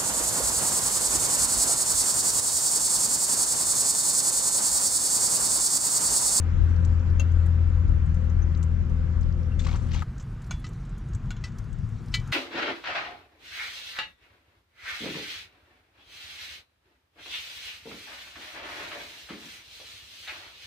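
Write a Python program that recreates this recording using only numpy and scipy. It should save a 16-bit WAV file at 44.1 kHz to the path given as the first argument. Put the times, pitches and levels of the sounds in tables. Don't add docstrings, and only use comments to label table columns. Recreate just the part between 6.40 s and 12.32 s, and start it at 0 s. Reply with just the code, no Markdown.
import sys
import numpy as np
from scipy import signal
from scipy.fft import rfft, irfft, next_fast_len
from scipy.io import wavfile
from scipy.ndimage import uniform_filter1d, map_coordinates

SR = 44100
rng = np.random.default_rng(int(sys.argv[2]) if len(sys.argv) > 2 else 0)


def transcribe(signal):
    frames = np.atleast_2d(signal).T
    limited = np.clip(frames, -1, 1)
    pcm = np.round(limited * 32767).astype(np.int16)
    wavfile.write(sys.argv[1], SR, pcm)


def field_ratio(decibels):
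    return 10 ** (np.asarray(decibels, dtype=float) / 20)


N = 261065
CUT_S = 3.637


def unit(x):
    return x / np.sqrt(np.mean(x ** 2) + 1e-20)


def along(points, hz):
    f, v = np.transpose(points)
    return np.interp(np.log(hz + 1), np.log(f + 1), v)


def curves(rows):
    s, *cols = np.transpose(rows)
    return [np.interp(np.arange(N) / SR, s, c) for c in cols]


def by_shot(pair, drift_per_s=0):
    t = np.arange(N) / SR
    return np.where(t < CUT_S, pair[0] + drift_per_s * t, pair[1])


def bumps(rows):
    t = np.arange(N) / SR
    return sum(height * np.exp(-((t - s) / half_s) ** 2) for s, height, half_s in rows)


def wobble(rate_hz):
    knots = rng.standard_normal(int(N * 40 / SR) + 4)
    return map_coordinates(knots, [np.arange(N) * min(rate_hz, 40) / SR])


def filtered(x, response):
    m = next_fast_len(N + 8192)
    return irfft(rfft(x, m) * response(np.fft.rfftfreq(m, 1 / SR)), m)[..., :N]


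def rush(spectrum, alike, patchy_db):
    z = signal.stft(rng.standard_normal((2, N)), nperseg=512)[2]
    field = uniform_filter1d(rng.standard_normal(z.shape[1:]), size=6, axis=0)
    field = uniform_filter1d(field, size=12, axis=1)
    pair = signal.istft(z * field_ratio(patchy_db * unit(field)), nperseg=512)[1][:, :N]

    def mid_side(hz):
        turn_rad = np.arccos(np.clip(along(alike, hz), -1, 1)) / 2
        return field_ratio(along(spectrum, hz)) * [np.cos(turn_rad), np.sin(turn_rad)]

    mid, side = filtered(pair, mid_side)
    return unit(np.array([mid + side, mid - side]))


def machinery():
    # (frequency [Hz], width [Hz], first shot level [dB], second shot level [dB])
    motors = [(65.7, 4.8, -36, -47.5), (107, 5.5, -45, -42.5), (134.4, 12, -54.5, -45),
              (165.6, 6.1, -48, -49), (229.5, 9, -51, -54), (348.7, 14, -61, -75), (511, 25, -56.5, -73),
              (548, 35, -60, -112)]
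    t = np.arange(N) / SR
    out = np.zeros(N)
    for hz, width_hz, first_db, second_db in motors:
        phase = 2 * np.pi * hz * t
        line = wobble(width_hz) * np.sin(phase) + wobble(width_hz) * np.cos(phase)
        out += field_ratio(by_shot((first_db, second_db))) * line
    return out


def air():
    # (time [s], level over calm [dB], half length [s])
    gusts = [(.235, 16, 0.087), (.47, 9, 0.071), (.74, 6.5, 0.084), (1.53, 18.5, 0.082), (2.1, 4, 0.098),
             (3.71, 9.5, 0.013), (4.15, 6.5, 0.021), (4.4, 5.5, 0.027), (4.75, 7, 0.13), (5.32, 8.5, 0.03),
             (5.45, 10.5, 0.024), (5.7, 1, 0.2)]
    # (frequency [Hz], density [dB per Hz])
    rumble_colour = [(12, -120), (20, -10), (35, 10), (70, 0.5), (110, 2.5), (140, 1.5), (200, -9),
                     (300, -23.5), (500, -120)]
    # (frequency [Hz], density [dB per Hz])
    buffet_colour = [(10, -120), (18, -13), (40, 5.5), (80, -11), (160, -22), (350, -27), (600, -120)]
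    gust_db = bumps(gusts)
    rumble_db = by_shot((-34.5, -36.5)) + by_shot((0.12, 0.93)) * gust_db
    buffet_db = by_shot((-32.5, -44)) + by_shot((.55, .6)) * gust_db
    rumble = field_ratio(rumble_db + 0.73 * wobble(5.8)) * rush(rumble_colour, [(60, 1.0)], patchy_db=3.0)
    lumps = field_ratio(1.4 * np.array([wobble(8.6), wobble(7.4)]))
    buffet = unit(lumps * rush(buffet_colour, [(60, 0.2)], patchy_db=.5))
    return rumble + field_ratio(buffet_db) * buffet


def yard():
    # (frequency [Hz], left-right likeness [0..1])
    likeness = [(60, 0.76), (300, 1), (1000, 0.92), (3000, 0.45), (5000, 0.034)]
    # (frequency [Hz], density [dB per Hz])
    drone_colour = [(100, -25.5), (170, -2.5), (223, -8), (291, -15.5), (361, -15.5), (410, -22),
                    (464, -19), (549, -31.5), (800, -28), (1040, -58.5), (1760, -120)]
    # (frequency [Hz], density [dB per Hz])
    road_colour = [(350, -32), (600, -1), (725, -3.5), (1000, 2), (1100, 2.5), (1350, 3.5), (1490, 2),
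                   (3000, -11.5), (3900, -30.5), (6600, -120)]
    # (frequency [Hz], density [dB per Hz])
    hiss_colour = [(1300, -33.5), (2200, -19), (3300, -4), (4570, -7), (6870, -9.5), (7700, -11),
                   (8300, -36.5), (9200, -60.5), (16000, -87)]
    # (frequency [Hz], density [dB per Hz])
    rustle_colour = [(6000, -62.5), (8000, -4.5), (9500, -6), (12000, -20), (14500, -21), (16000, -38)]
    # (frequency [Hz], density [dB per Hz])
    sheen_colour = [(8500, -42.5), (10500, -5.5), (12500, -1.5), (14500, -2), (16000, -19.5)]
    # (time [s], level [dB])
    bustle = [(0, -85.5), (2.26, -88.5), (3.0, -84.5), (3.3, -77.5), (4.0, -77.5), (4.7, -79), (5.46, -80),
              (5.92, -72.5)]
    return_s, return_db_per_s = 5.65, 16.5
    swell_db = return_db_per_s * np.clip(np.arange(N) / SR - return_s, 0, None)
    drone_db = by_shot((-42.5, -48), drift_per_s=-0.26) + swell_db + 0.85 * wobble(5.1)
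    road_db = by_shot((-49, -56), drift_per_s=-1.62) + swell_db + 0.17 * wobble(2.5)
    hiss_db = by_shot((-63, -66.5), drift_per_s=-1.2) + swell_db + 0.42 * wobble(26.0)
    bustle_db = curves(bustle)[0]
    fitful_db = by_shot((8, 3.5))
    rustle_db = bustle_db + fitful_db * np.clip(wobble(21), -2, .5)
    sheen_db = bustle_db + by_shot((-15.5, -6)) + fitful_db * np.clip(wobble(17), -2, .5)
    drone = field_ratio(drone_db) * rush(drone_colour, likeness, patchy_db=0.5)
    road = field_ratio(road_db) * rush(road_colour, likeness, patchy_db=0.98)
    rustle = field_ratio(rustle_db) * rush(rustle_colour, likeness, patchy_db=3.0)
    sheen = field_ratio(sheen_db) * rush(sheen_colour, likeness, patchy_db=-0.5)
    hiss = field_ratio(hiss_db) * rush(hiss_colour, likeness, patchy_db=2.0)
    return drone + road + rustle + sheen + hiss


def engine():
    # (multiple of half the firing rate, level [dB], drift as it draws off [dB per s])
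    halves = [(1, -7, -3), (2, 3.5, -3), (3, -16, 1), (4, -17, 0), (6, -32, 1.5), (9, -36.5, -2),
              (12, -37, -2.5)]
    # (time [s], level [dB], half length [s])
    stumbles = [(.05, -4, 0.2), (.2, 0, 0.0087), (0.641, -7.5, 0.033), (1.31, -3.5, 0.018),
                (1.478, -21, 0.012), (1.9, -1.5, 0.24), (2.44, -5, 0.039), (3.405, -8, 0.034),
                (3.55, 2, 0.034)]
    idle_hz, loaded_hz, load_s, settle_s = 82.75, 80.46, 1.475, 0.029
    t = np.arange(N) / SR
    firing_hz = idle_hz + (loaded_hz - idle_hz) * (1 + np.tanh((t - load_s) / settle_s)) / 2
    half_phase = np.pi * np.cumsum(firing_hz) / SR + 0.023 * wobble(7.2)
    draw_off_s = np.clip(t - 1, 0, None)
    lines = np.zeros(N)
    for k, db, drift_db_per_s in halves:
        flicker_db = (0.37 + 0.21 * k) * wobble(9)
        line_db = db + drift_db_per_s * draw_off_s + flicker_db
        lines += field_ratio(line_db) * np.sin(k * (half_phase - .3))
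    running = np.clip((CUT_S - t) / .01, 0, 1)
    return np.sqrt(2) * field_ratio(-24.5 + bumps(stumbles)) * lines * running


def hulls(x):
    t, out, hop = np.arange(SR // 8) / SR, np.zeros((2, N + SR)), SR // 4
    for start in range(0, N, hop):
        tail = rng.standard_normal((2, len(t))) * field_ratio(-60 * t / 0.084) * (1 - np.exp(-t / 0.0061))
        echo = signal.fftconvolve(x[None, start:start + hop], tail / np.linalg.norm(tail[0]), axes=1)
        out[:, start:start + echo.shape[1]] += echo
    return out[:, :N]


def housing(x):
    scatter_hz, scatter_db, near_left_db = 7000, 5, 2.5
    paths = rng.standard_normal(SR // 120)
    detour = signal.fftconvolve(x, paths / np.linalg.norm(paths))[:N]
    apart = filtered(detour, lambda hz: field_ratio(scatter_db) * hz ** 4 / (hz ** 4 + scatter_hz ** 4))
    return field_ratio(np.outer([.5, -.5], by_shot((near_left_db, 0)))) * np.array([x + apart, x - apart])


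def ticks():
    # (time [s], peak level [dB], centre [Hz], top level [dB])
    first_ticks = [(0.2384, -63.5, 7020, -3.5), (0.2898, -56, 5970, -20), (0.3623, -51, 5140, -29),
                   (0.448, -42.5, 6620, -29.5), (0.595, -52, 5480, -41.5), (0.6993, -52, 4800, -19),
                   (0.9176, -53, 6610, -26), (1.0605, -50, 7500, -15.5), (1.478, -58.5, 5370, -13.5),
                   (1.661, -57, 7530, -26), (1.7428, -53, 6470, -24), (1.848, -61.5, 4800, -11),
                   (1.8966, -52, 6320, -40.5), (2.148, -48, 4380, -33.5), (2.173, -51.5, 6650, -34.5),
                   (2.2279, -40, 6830, -25), (2.496, -58, 6200, -16.5), (2.8096, -52, 6380, -29),
                   (2.8301, -51.5, 5090, -22.5), (2.9228, -54.5, 4980, -41), (3.03, -54, 4850, -25.5),
                   (3.5578, -43, 5630, -40.5)]
    # (time [s], peak level [dB], centre [Hz], top level
    # [dB])
    second_ticks = [(3.6339, -58.5, 4750, -15.5), (3.824, -52.5, 7220, -23), (4.019, -50, 6860, -19),
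                    (4.042, -50, 5150, -20.5), (4.063, -55, 6550, -11), (4.074, -61, 4860, -6),
                    (4.196, -60.5, 7500, -7.5), (4.289, -54.5, 7500, -13.5), (4.333, -53, 5800, -18),
                    (4.4509, -53, 6990, -22.5), (4.4937, -54, 7080, -26.5), (4.5793, -52, 6800, -13.5),
                    (4.686, -55, 7030, -22), (4.7318, -50.5, 5100, -23), (4.748, -42.5, 7000, -24.5),
                    (4.858, -61, 6240, -20), (5.1838, -42.5, 5940, -15.5), (5.2402, -55.5, 4930, -12.5),
                    (5.3275, -51, 7260, -30.5), (5.3856, -57, 6570, -25), (5.489, -58, 7360, -14),
                    (5.659, -57, 7260, -17.5), (5.6832, -49.5, 4530, -20.5), (5.7975, -42.5, 4590, -25),
                    (5.874, -48.5, 6610, -17), (5.9174, -44.5, 4400, -10.5)]
    # (time [s], level [dB],
    # frequency [Hz], t60 [s])
    chirps = [(1.755, -56, 6400, .025), (2.02, -52, 6200, .07), (3.118, -45, 2750, .05),
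              (3.194, -38, 3500, .04), (3.194, -41, 6700, .03), (3.264, -31, 1150, .035),
              (4.966, -46, 3100, .03), (5.742, -47, 8516, .05), (5.742, -55, 11800, .04),
              (5.742, -57, 12600, .05), (3.545, -40, 2400, .03), (3.56, -42, 3300, .025),
              (.814, -42, 560, .09), (3.247, -42, 2500, .03), (3.272, -41, 2550, .03),
              (3.29, -37, 2200, .05), (3.328, -43, 2200, .03), (4.29, -48, 7600, .02),
              (4.197, -54, 10200, .02), (5.797, -48, 7100, .02), (5.585, -55, 5800, .03),
              (.235, -62, 12400, .04), (.8, -67, 13800, .04), (3.338, -35, 950, .08),
              (3.537, -38, 2900, .03), (3.621, -30, 1250, .04), (4.243, -43, 3000, .04),
              (4.243, -50, 1300, .06), (5.719, -42, 5300, .015)]
    ring_db, body_db, sharp_db = 0.5, -7.5, 5.5
    out, t = np.zeros(N + SR), np.arange(SR // 16) / SR

    def band(size, hz):
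        grain = np.convolve(rng.standard_normal(len(t)), np.hanning(size), "same")
        return unit(grain) * np.sin(2 * np.pi * hz * t)

    for s, db, hz, top_db in first_ticks + second_ticks:
        grit = band(size=30, hz=hz) + field_ratio(body_db) * band(size=30, hz=3530)
        grit += field_ratio(top_db + sharp_db) * band(size=15, hz=10100)
        out[round(s * SR):][:len(t)] += field_ratio(db + ring_db - 60 * t / 0.029) * (1 - np.exp(-t / 0.001)) * grit
    for s, db, hz, t60_s in chirps:
        ring = np.sin(2 * np.pi * hz * t) * (1 - np.exp(-t / 0.0012))
        out[round(s * SR):][:len(t)] += field_ratio(db - 60 * t / t60_s) * ring
    return out[:N]


def strike(events, modes, gain_db, crack_db, crack_t60_s, low_hz, top_hz, attack_s):
    # (frequency [Hz], level [dB])
    contact = [(300, -34), (600, 8.5), (1500, 2), (4000, -6), (7000, -8.5), (8700, -18.5), (12000, -50),
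               (16000, -56)]
    rings, cracks, t = np.zeros(N + SR), np.zeros(N + SR), np.arange(SR // 4) / SR
    for s, db, *bright_db in events:
        tilt_db = sum(bright_db) / 2
        scatter = field_ratio(rng.normal(0, 1.5, len(modes)))
        rattle = unit(uniform_filter1d(rng.standard_normal(len(t)), size=150))
        flutter_rad = .45 * rattle * field_ratio(-60 * t / .15)
        ring = np.zeros(len(t))
        for g, (hz, level_db, t60_s) in zip(scatter, modes):
            mode_db = level_db + tilt_db * np.log2(hz / 3000) - 60 * t / t60_s
            ring += g * field_ratio(mode_db) * np.sin(2 * np.pi * hz * t + g * 9 + flutter_rad * hz / 3000)
        blow = field_ratio(db + gain_db) * (1 - np.exp(-t / attack_s))
        crack = field_ratio(crack_db - 60 * t / crack_t60_s) * rng.standard_normal(len(t))
        rings[round(s * SR):][:len(t)] += blow * ring
        cracks[round(s * SR):][:len(t)] += blow * crack

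    def colour(hz):
        highpass = hz ** 4 / (hz ** 4 + low_hz ** 4)
        return field_ratio(along(contact, hz)) * highpass / (1 + (hz / top_hz) ** 8)

    return rings[:N] + filtered(cracks[:N], colour)


def tap():
    # (time [s], peak level [dB])
    blows = [
        (.796, -25.5),
        (.815, -38),
    ]
    # (frequency [Hz], level [dB], t60 [s])
    modes = [(544, -7, 0.14), (630, -23, 0.36), (1540, -10.5, 0.05), (2716, 0, 0.12), (3270, -13.5, 0.088),
             (3930, -15.5, 0.029), (4800, -17.5, 0.024), (6620, 2.5, 0.028), (8700, -34, 0.023)]
    return strike(blows, modes, gain_db=-5.5, crack_db=-2.5, crack_t60_s=0.11,
                  low_hz=650, top_hz=7000, attack_s=0.0014)


def clack():
    # (time [s], peak level [dB], brightness [dB])
    blows = [
        (4.1087, -19.5, -1),
        (4.1135, -31.5, -1),
    ]
    # (frequency [Hz], level [dB], t60 [s])
    modes = [(636, -9, 0.032), (1050, -7.5, 0.053), (1465, 6, 0.035), (2310, -2, 0.08), (2780, -15, 0.14),
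             (3050, -12, 0.075), (3420, -9, 0.31), (4110, -3, 0.029), (6400, 6, .03), (7250, -8, 0.027),
             (9200, -18, .02)]
    return strike(blows, modes, gain_db=-15.0, crack_db=3.0, crack_t60_s=0.14,
                  low_hz=785, top_hz=15000, attack_s=0.0005)


def knock():
    # (time [s], peak level [dB], brightness [dB])
    blows = [
        (4.9052, -27, -2),
        (4.9135, -32, -8),
        (4.9655, -40.5, 1),
    ]
    # (frequency [Hz], level [dB], t60 [s])
    modes = [(1448, -0.5, 0.047), (2290, -6.5, 0.1), (2760, -13, 0.092), (3050, -9.5, .04),
             (3402, -13, 0.14), (3854, -16, .08), (4080, -9.5, 0.053), (4200, -10.5, 0.037),
             (5240, -13, .03), (6315, -17, .05), (6800, -2, .03), (7540, -16, .03)]
    return strike(blows, modes, gain_db=-9, crack_db=4, crack_t60_s=0.047,
                  low_hz=900, top_hz=10500, attack_s=0.00088)


def clink():
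    # (time [s], peak level [dB], brightness [dB])
    blows = [
        (4.2424, -33.5, -13.5),
        (5.0389, -27.5, -8.5),
    ]
    # (frequency [Hz], level [dB], t60 [s])
    modes = [(1265, -5, .06), (1986, 0, .11), (2638, -6, .1), (3058, -8, .12), (3208, -10, .08),
             (3930, -6, .08), (4167, -7, .08), (4452, -8, .08), (4759, -5, .08), (5459, -1, .07),
             (6627, -11, .07), (7531, -10, .05)]
    return strike(blows, modes, gain_db=-10.0, crack_db=5.3, crack_t60_s=0.14,
                  low_hz=1400, top_hz=12200, attack_s=.0008)


def clank():
    # (time [s], peak level [dB])
    blows = [
        (5.7393, -7.5),
        (5.7468, -15.5),
    ]
    # (frequency [Hz], level [dB], t60 [s])
    modes = [(1297, -17, .1), (1986, -4, .12), (2308, -4, .12), (2640, -4, .13), (2988, -5, .13),
             (3052, -5, .15), (3411, -8, .13), (3620, -8, .09), (3896, -4, .09), (4163, -3, .1),
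             (4441, -7, .11), (4759, -4, .1), (5200, -12, .07), (6700, -14, .08)]
    return strike(blows, modes, gain_db=-15.5, crack_db=6.5, crack_t60_s=0.082,
                  low_hz=1410, top_hz=14000, attack_s=0.0019)


def scrapes():
    # (time [s], hold [s], rasp level [dB], hull level [dB], edge level [dB])
    strokes = [(3.191, 0.01, -50, -13.5, -7), (3.202, 0.05, -55, -8.5, -3.5),
               (3.246, 0.01, -47.5, -7.5, -17.5), (3.264, .006, -43, -1, -17.5),
               (3.267, 0.064, -50, 1, -12), (3.284, 0.0044, -49, -13.5, -19.5),
               (3.336, 0.027, -53, 10.5, -12.5), (3.358, 0.011, -62.5, -3, -1), (3.362, 0.12, -62.5, 3, -6),
               (3.484, 0.022, -60.5, 0.5, -14), (3.508, 0.025, -50, -17, -21),
               (3.532, 0.019, -41.5, -2, -16), (3.552, 0.043, -49.5, 0.5, -21.5),
               (3.593, 0.023, -50, -9, -14), (3.62, 0.0037, -49, 15.5, -10), (3.78, .002, -59.5, -18, 10),
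               (3.7975, 0.0023, -50, -18, 5.5), (3.804, 0.016, -64.5, -13.5, 4),
               (4.266, 0.0026, -51, -2, -0.5), (4.276, 0.0027, -57, -8, -4), (5.009, .01, -70.5, -10, 3),
               (5.074, 0.012, -57, -10, -13), (5.121, .004, -66, -10, 0), (4.178, 0.0034, -72, -10, 0),
               (4.732, 0.01, -72, -16, 13), (4.772, .004, -74, -10, -10), (5.722, 0.018, -54.5, -11, -7)]
    # (frequency [Hz], density [dB per Hz])
    rasp_colour = [(700, -18.5), (1500, -4), (2400, -1), (3300, -2), (4500, -4.5), (6000, -13),
                   (9000, -37.5)]
    # (frequency [Hz], density [dB per Hz])
    edge_colour = [(4000, -30), (5500, -2), (7200, 0), (7900, -6), (8500, -22), (11000, -32), (15500, -52)]
    # (frequency [Hz], width [Hz], level [dB])
    resonances = [(894, 720, 11), (1187, 800, 5.5)]
    bite_s, slip_t60_s = 0.0008, 0.024
    clumps = uniform_filter1d(rng.standard_normal((3, N)), size=200)
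    clumps = unit(uniform_filter1d(clumps, size=200))
    grains = rng.standard_normal((3, N)) * field_ratio(2 * rng.exponential(size=(3, N)) + 3 * clumps)

    def ring(f):
        return sum(field_ratio(db) * 1j * f * w / (c * c - f * f + 1j * f * w) for c, w, db in resonances)

    def colours(hz):
        return np.array([field_ratio(along(rasp_colour, hz)), ring(hz) ** 2, field_ratio(along(edge_colour, hz))])

    rasp, hull, edge = map(unit, filtered(grains, colours))
    out, t = np.zeros(N), np.arange(SR // 5 - 200) / SR
    for s, hold_s, db, hull_db, edge_db in strokes:
        span = slice(round(s * SR), round(s * SR) + len(t))
        push = (1 - np.exp(-t / bite_s)) * field_ratio(db - 60 * np.clip(t - hold_s, 0, None) / slip_t60_s)
        out[span] += push * (rasp[span] + field_ratio(hull_db) * hull[span] + field_ratio(edge_db) * edge[span])
    return out


def scene():
    near = tap() + clack() + knock() + clink() + clank() + ticks() + scrapes()
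    first = np.arange(N) < CUT_S * SR
    echoes = first * hulls(first * near) + hulls(~first * near)
    return engine() + machinery() + air() + yard() + housing(near) + field_ratio(-14) * echoes


def gate(x):
    # (frequency [Hz], share of time open [0..1])
    open_first = [(7900, 1), (8600, .8), (10000, .55), (12500, .42), (14000, .25), (15500, .08)]
    # (frequency [Hz], share of time open [0..1])
    open_second = [(7900, 1), (9000, .97), (11000, .9), (13500, .85), (14600, .55), (15600, .2)]
    scrape_s = 3.191
    hz, t, z = signal.stft(x, SR, nperseg=1024)
    power = uniform_filter1d(np.sum(abs(z) ** 2, 0), size=14, axis=0)
    passes = np.ones(power.shape, bool)
    for part, share in ((t < scrape_s, open_first), (t >= scrape_s, open_second)):
        rank = power[:, part].argsort(1).argsort(1) / part.sum()
        passes[:, part] = rank >= 1 - along(share, hz)[:, None]
    return signal.istft(z * passes, SR, nperseg=1024)[1][:, :N]


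def top_cut(x):
    return signal.sosfilt(signal.butter(12, 15750, fs=SR, output="sos"), x)


def record(dry):
    # (frequency [Hz], left over right [dB])
    left_over = [(30, 7), (120, 6.3), (180, 3.5), (310, 2), (920, 1.2), (1600, 2), (2760, 4.5), (4770, 5.5),
                 (8250, 6.5)]
    # (frequency [Hz], left lead [rad])
    left_lead = [(40, -.15), (100, -.08), (130, -.1), (170, -.6), (520, -1), (3450, -1), (5500, -.2),
                 (9000, .8)]
    # (time [s], level [dB])
    bass_side = [(4.75, -11), (5.05, -8), (5.3, 1.5), (5.92, -5)]
    reopen_s, rise_s = 4.6, .15
    treble_side_db, treble_db_per_s = -16, 2.5

    def tilt(hz):
        halves = [.5, -.5]
        return field_ratio(np.outer(halves, along(left_over, hz))) * np.exp(1j * np.outer(halves, along(left_lead, hz)))

    left, right = filtered(dry, tilt)
    mid, side = (left + right) / 2, (left - right) / 2
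    bass = filtered(side, lambda hz: 1 / (1 + (hz / 250) ** 4))
    since_s = np.arange(N) / SR - reopen_s
    shut_db = -30 * np.clip(1 - since_s / rise_s, 0, 1)
    second = since_s > CUT_S - reopen_s
    bass_db = second * (curves(bass_side)[0] + shut_db)
    treble_db = second * (treble_side_db + treble_db_per_s * since_s + shut_db)
    side = field_ratio(bass_db) * bass + field_ratio(treble_db) * (side - bass)
    mix = gate(np.array([mid + side, mid - side]))
    return top_cut(mix)


dry = scene()
out = record(dry)
transcribe(out)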